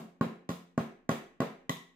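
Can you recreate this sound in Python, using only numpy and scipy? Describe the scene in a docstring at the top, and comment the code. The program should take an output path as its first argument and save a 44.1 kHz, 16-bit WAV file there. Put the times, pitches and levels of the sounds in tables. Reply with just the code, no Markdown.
"""Flowerpot knocked on a table

A small soil-filled ceramic pot is knocked down on a wooden table about three times a second, near a phone.
Each blow is a smooth push that thumps, and rings the damped modes of table top and pot.
Grit in the pot is random clicks that jump, tick on its wall and settle as a fading crackle.
Standing waves and banded, decaying noise make the small room; a faint steady hush lies beneath."""
import sys
import numpy as np
from scipy import signal
from scipy.fft import rfft, irfft
from scipy.io import wavfile

SR = 44100
rng = np.random.default_rng(int(sys.argv[2]) if len(sys.argv) > 2 else 0)


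def to_wav(s):
    """Save 16-bit WAV."""
    ch = np.atleast_2d(s).T  # columns
    pcm = np.round(np.clip(ch, -1, 1) * 32767)  # PCM
    wavfile.write(sys.argv[1], SR, pcm.astype(np.int16))


def rack_gain(trim_db):
    """Turn a fader trim in dB into the linear factor to multiply a signal by."""
    fader = np.asarray(trim_db, float)
    return 10 ** (fader / 20)


N = 85995  # length in samples
OPPOSITE = np.array([[1], [-1]])  # puts a side signal into left and right with opposite signs


def shade(x, points):
    """Equaliser through (frequency [Hz], level [dB]) points joined on a log axis."""
    hz, db = np.array(points, float).T
    f = np.maximum(np.fft.rfftfreq(x.shape[-1], 1 / SR), 1)
    gain = rack_gain(np.interp(np.log(f), np.log(hz), db))
    return irfft(rfft(x) * gain, x.shape[-1])


def unit(x):
    """Scale to rms 1."""
    return x / np.sqrt(np.mean(x ** 2))


def ring(modes, t, shape):
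    """Decaying sines weighted by mode shape; level and pitch differ a little each time."""
    scatter_db, jitter = 0.8, 0.006  # standard deviations; jitter is a fraction of the frequency
    hz, db, t60 = np.array(modes, float).T[:, :, None]
    level_draw, pitch_draw = rng.standard_normal((len(modes), 2)).T[:, :, None]
    level = shape[:, None] * rack_gain(db + scatter_db * level_draw)
    decay = np.exp(-np.log(1000) * t / t60)
    tone = np.sin(2 * np.pi * hz * (1 + jitter * pitch_draw) * t)
    return np.sum(level * decay * tone, axis=0)


# Resonances of the wooden table top: (frequency [Hz], relative level [dB], t60 [s])
TABLE_TOP_MODES = [(122, -16, 0.14), (144.6, -6, 0.048), (168.6, -6, 0.13), (227.35, -2, 0.13),
                   (253.2, -0.5, 0.075), (310.4, -22, 0.12), (384.8, -5, 0.074), (448.6, -6.5, 0.14),
                   (549.8, 2.5, .08), (650, 3, 0.044)]


def table_top(after, place):
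    """The landing place sets how strongly, and with which sign, each table mode is driven."""
    number = np.arange(1, len(TABLE_TOP_MODES) + 1)
    return ring(TABLE_TOP_MODES, after, np.sin(np.pi * place * number))


# Resonances of the soil-damped pot: (frequency [Hz], relative level [dB], t60 [s])
DAMPED_POT_MODES = [(819.4, -15, 0.092), (945, -15.5, 0.039), (1088.3, -2, 0.075), (1180, -5, 0.043),
                    (1436, -9.5, 0.086), (1615, -7, .035), (1869, -15, 0.15), (2222, -15.5, 0.045),
                    (2990, -15, 0.042)]


def pot(after):
    """The damped ceramic rings in modes of alternating sign."""
    return ring(DAMPED_POT_MODES, after, (-1.) ** np.arange(len(DAMPED_POT_MODES)))


def contact_force(ms, contact_ms):
    """Smooth push of unit area in samples, peaking at half the contact time; a longer one is duller."""
    s = ms / contact_ms
    return s ** 2 * np.exp(-4 * s) * 32 / (contact_ms * SR / 1000)


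def knock(t, blow_db, contact_ms, pot_db, place):
    """One push drives table and pot; returns their ring and the bare thump; t = 0 at the touch."""
    after = np.maximum(t, 0)
    ringing = table_top(after, place) + rack_gain(pot_db) * pot(after)
    push = contact_force(np.arange(400) / SR * 1000, contact_ms)
    body = signal.fftconvolve(ringing, push)[:len(t)]
    thump = contact_force(after * 1000, contact_ms)
    return -rack_gain(blow_db) * np.array([body, thump])


# Blows of the pot on the table; the first lands just before time zero:
# (time [s], blow level [dB], contact time [ms], pot ring level [dB], place across the table [0-1])
BLOWS = [(-.06, -22.5, 0.61, -14.5, .12), (0.2101, -21, 0.42, 2.5, .1), (0.4905, -23.5, 1.43, 12, 0.19),
         (.7770, -22, 0.43, 1.5, .12), (1.0915, -22, 0.35, 2, .12), (1.4022, -23, 0.37, -2, .12),
         (1.6933, -27, 1.58, 18, 0.16)]
# The pot rocks and its foot touches again:
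# (time [s], blow level [dB], contact time [ms], pot ring level [dB], place across the table [0-1])
FOOT_TOUCHES = [(.262, -31.5, 2.1, -21, .125), (.5020, -31, 0.44, 0, 0.11),
                (0.802, -27.5, 1.25, -29, 0.073), (1.117, -27.5, 0.48, -10, 0.093),
                (1.417, -25.5, .5, 3.5, 0.2), (1.7015, -31, 0.49, 1, 0.11)]


def pot_on_table(t):
    """Sum the ring and the thump of every blow and every touch of the rocking foot."""
    return sum(knock(t - row[0], *row[1:]) for row in BLOWS + FOOT_TOUCHES)


# Resonances of the pot wall under the stones: (frequency [Hz], relative level [dB], t60 [s])
POT_WALL_MODES = [(1978, 3, 0.032), (4080, -9.5, 0.012), (6260, -4, 0.02), (7690, -6.5, 0.0073)]


def wall_ticks(jumping):
    """Jumping stones ring the pot wall in short bright modes."""
    wall = ring(POT_WALL_MODES, np.arange(SR // 10) / SR, np.ones(len(POT_WALL_MODES)))
    return rack_gain(-21) * signal.fftconvolve(jumping, wall[None], axes=1)[:, :jumping.shape[1]]


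# Stones shaken in the pot: (time [s], jump level [dB], settling level [dB])
STONE_SHAKES = [(-.06, -51, -47), (0.2098, -37.5, -50.5), (0.49, -34, -47), (0.5015, -45, -61),
                (0.5143, -55, -74), (0.7767, -40, -50), (1.0907, -30, -45.5), (1.113, -40, -52),
                (1.4028, -32, -48.5), (1.6939, -24.5, -43), (1.7016, -57.5, -82)]
# Spectrum of the grit, relative: (frequency [Hz], level [dB per Hz])
GRIT_SPECTRUM = [(530, -49.5), (900, -20), (1080, -1.5), (1310, -26), (1910, -17.5), (2270, -18),
                 (5190, -26.5), (7660, -25), (8870, -31.5), (15200, -34), (16500, -56)]


def grit(t):
    """Stones jump, tick on the wall and settle as a fading crackle; clouds for centre and sides."""
    clicks_per_s, spread_db = 6500, 1  # spread: mean of the exponential level draw
    rise_s, burst_s, settle_s = 0.001, 0.0022, 0.041  # time constants
    chance, sign, level = rng.random((3, 2, len(t)))
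    clicks = (chance < clicks_per_s / SR) * np.sign(sign - .5) * rack_gain(-spread_db * np.log(level + 1e-9))
    s, jump_db, settle_db = np.array(STONE_SHAKES).T[:, :, None]
    after = np.maximum(t - s, 0)
    rise = 1 - np.exp(-after / rise_s)
    jump = np.sum(rise * rack_gain(jump_db) * np.exp(-(after / burst_s) ** 2 / 2), axis=0)
    settle = np.sum(rise * rack_gain(settle_db) * np.exp(-after / settle_s), axis=0)
    crackle = (jump + settle) * unit(shade(clicks, GRIT_SPECTRUM))
    return crackle + wall_ticks(jump * unit(clicks))


def ports(x, lag_ms, left_db):
    """The left microphone port hears the sound later, at its own level."""
    f = np.fft.rfftfreq(len(x), 1 / SR)
    late = irfft(rfft(x) * np.exp(-2j * np.pi * f * lag_ms / 1000), len(x))
    return np.array([rack_gain(left_db) * late, x])


# Standing waves of the room: (frequency [Hz], relative level [dB], t60 [s])
STANDING_WAVES = [(88.6, -15, 0.49), (150.2, -4, 0.38), (175.2, -1, 0.53), (260.7, -8.5, 0.62)]


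def boom(thump):
    """Standing waves of the room build up after each thump, alike in both channels."""
    t = np.arange(SR // 2 + SR // 4) / SR
    build_up = 1 - np.exp(-(t / 0.0045) ** 2)  # seconds
    waves = ring(STANDING_WAVES, t, np.ones(len(STANDING_WAVES))) * build_up
    return rack_gain(-16.5) * signal.fftconvolve(thump, waves)[:len(thump)]


# Echo bands of the room: (frequency [Hz], t60 [s], relative level [dB], left-right likeness [0-1])
ROOM_BANDS = [(59, 0.24, -39, .95), (111, 0.55, -33.5, 0.1), (190, 0.35, -8, 0.96), (338, 0.49, -5, 0.86),
              (593, 0.41, -6.5, 0.55), (1090, 0.4, -10, 0), (2080, 0.52, -10.5, 0.1),
              (3680, 0.39, -4.5, 0.01), (8100, 0.38, -8, 0), (13900, 0.16, 4, 1)]


def room(x):
    """Dense echoes as noise that dies band by band, each band with its own stereo likeness."""
    t = np.arange(SR // 2 + SR // 4) / SR
    hz, t60, db, like = np.array(ROOM_BANDS).T
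    octave = np.log2(np.maximum(np.fft.rfftfreq(len(t), 1 / SR), 1))
    tail = 0
    for centre in np.log2(40) + np.arange(18) / 2:  # half-octave steps up from 40 Hz
        at = lambda column: np.interp(centre, np.log2(hz), column)
        mask = np.cos(np.pi * np.clip(octave - centre, -.5, .5))
        mid, side = irfft(rfft(rng.standard_normal((2, len(t)))) * mask, len(t))
        c = np.clip(at(like), 0, 1)
        pair = np.sqrt((1 + c) / 2) * mid + np.sqrt((1 - c) / 2) * side * OPPOSITE
        tail = tail + rack_gain(at(db)) * pair * np.exp(-np.log(1000) * t / at(t60))
    onset = 1 - np.exp(-(t / 0.009) ** 2)  # seconds
    tail = tail * onset / np.sqrt(SR / 100)
    return signal.fftconvolve(x[None], tail, axes=1)[:, :len(x)]


# Spectrum of the hush, relative: (frequency [Hz], level [dB per Hz])
HUSH_SPECTRUM = [(15, -83), (25, 16.5), (70, -24), (141, -3), (263, 6.5), (335, -25.5), (659, -6),
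                 (7510, -43.5), (16000, -72)]


def air():
    """Faint steady hush of house and microphone: wide, coloured noise at -74 dB rms."""
    mid, side = rng.standard_normal((2, N))
    return rack_gain(-74) * unit(shade(mid + 1.2 * side * OPPOSITE, HUSH_SPECTRUM))


def scene():
    """Mix blows and grit, heard directly, with the room they excite."""
    lead_s = 0.2  # run-up before time zero, cut off at the end
    lead = int(lead_s * SR)
    t = np.arange(N + lead) / SR - lead_s
    body, thump = pot_on_table(t)
    stones, sides = grit(t)
    near = ports(body + rack_gain(17.5) * thump, lag_ms=0.062, left_db=-0.4)
    near = near + ports(stones, lag_ms=0.411, left_db=0) + 0.27 * sides * OPPOSITE
    room_send = rack_gain(-6.5) * body + rack_gain(36.5) * thump + stones
    return (near + boom(thump) + room(room_send))[:, lead:]


def band_limit(x):
    """A steep low-pass at the top of the band."""
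    return signal.sosfilt(signal.butter(12, 16810, fs=SR, output="sos"), x)


def record(dry):
    """The phone trims the bass below 124.2 Hz, adds the hush and cuts the top above 16050 Hz."""
    low_cut = signal.butter(3, 124.2, "high", fs=SR, output="sos")
    top_cut = signal.ellip(8, .2, 70, 16050, fs=SR, output="sos")
    x = signal.sosfilt(low_cut, dry) + air()
    x = signal.sosfilt(top_cut, x)
    return band_limit(x)


dry = scene()
out = record(dry)
to_wav(out)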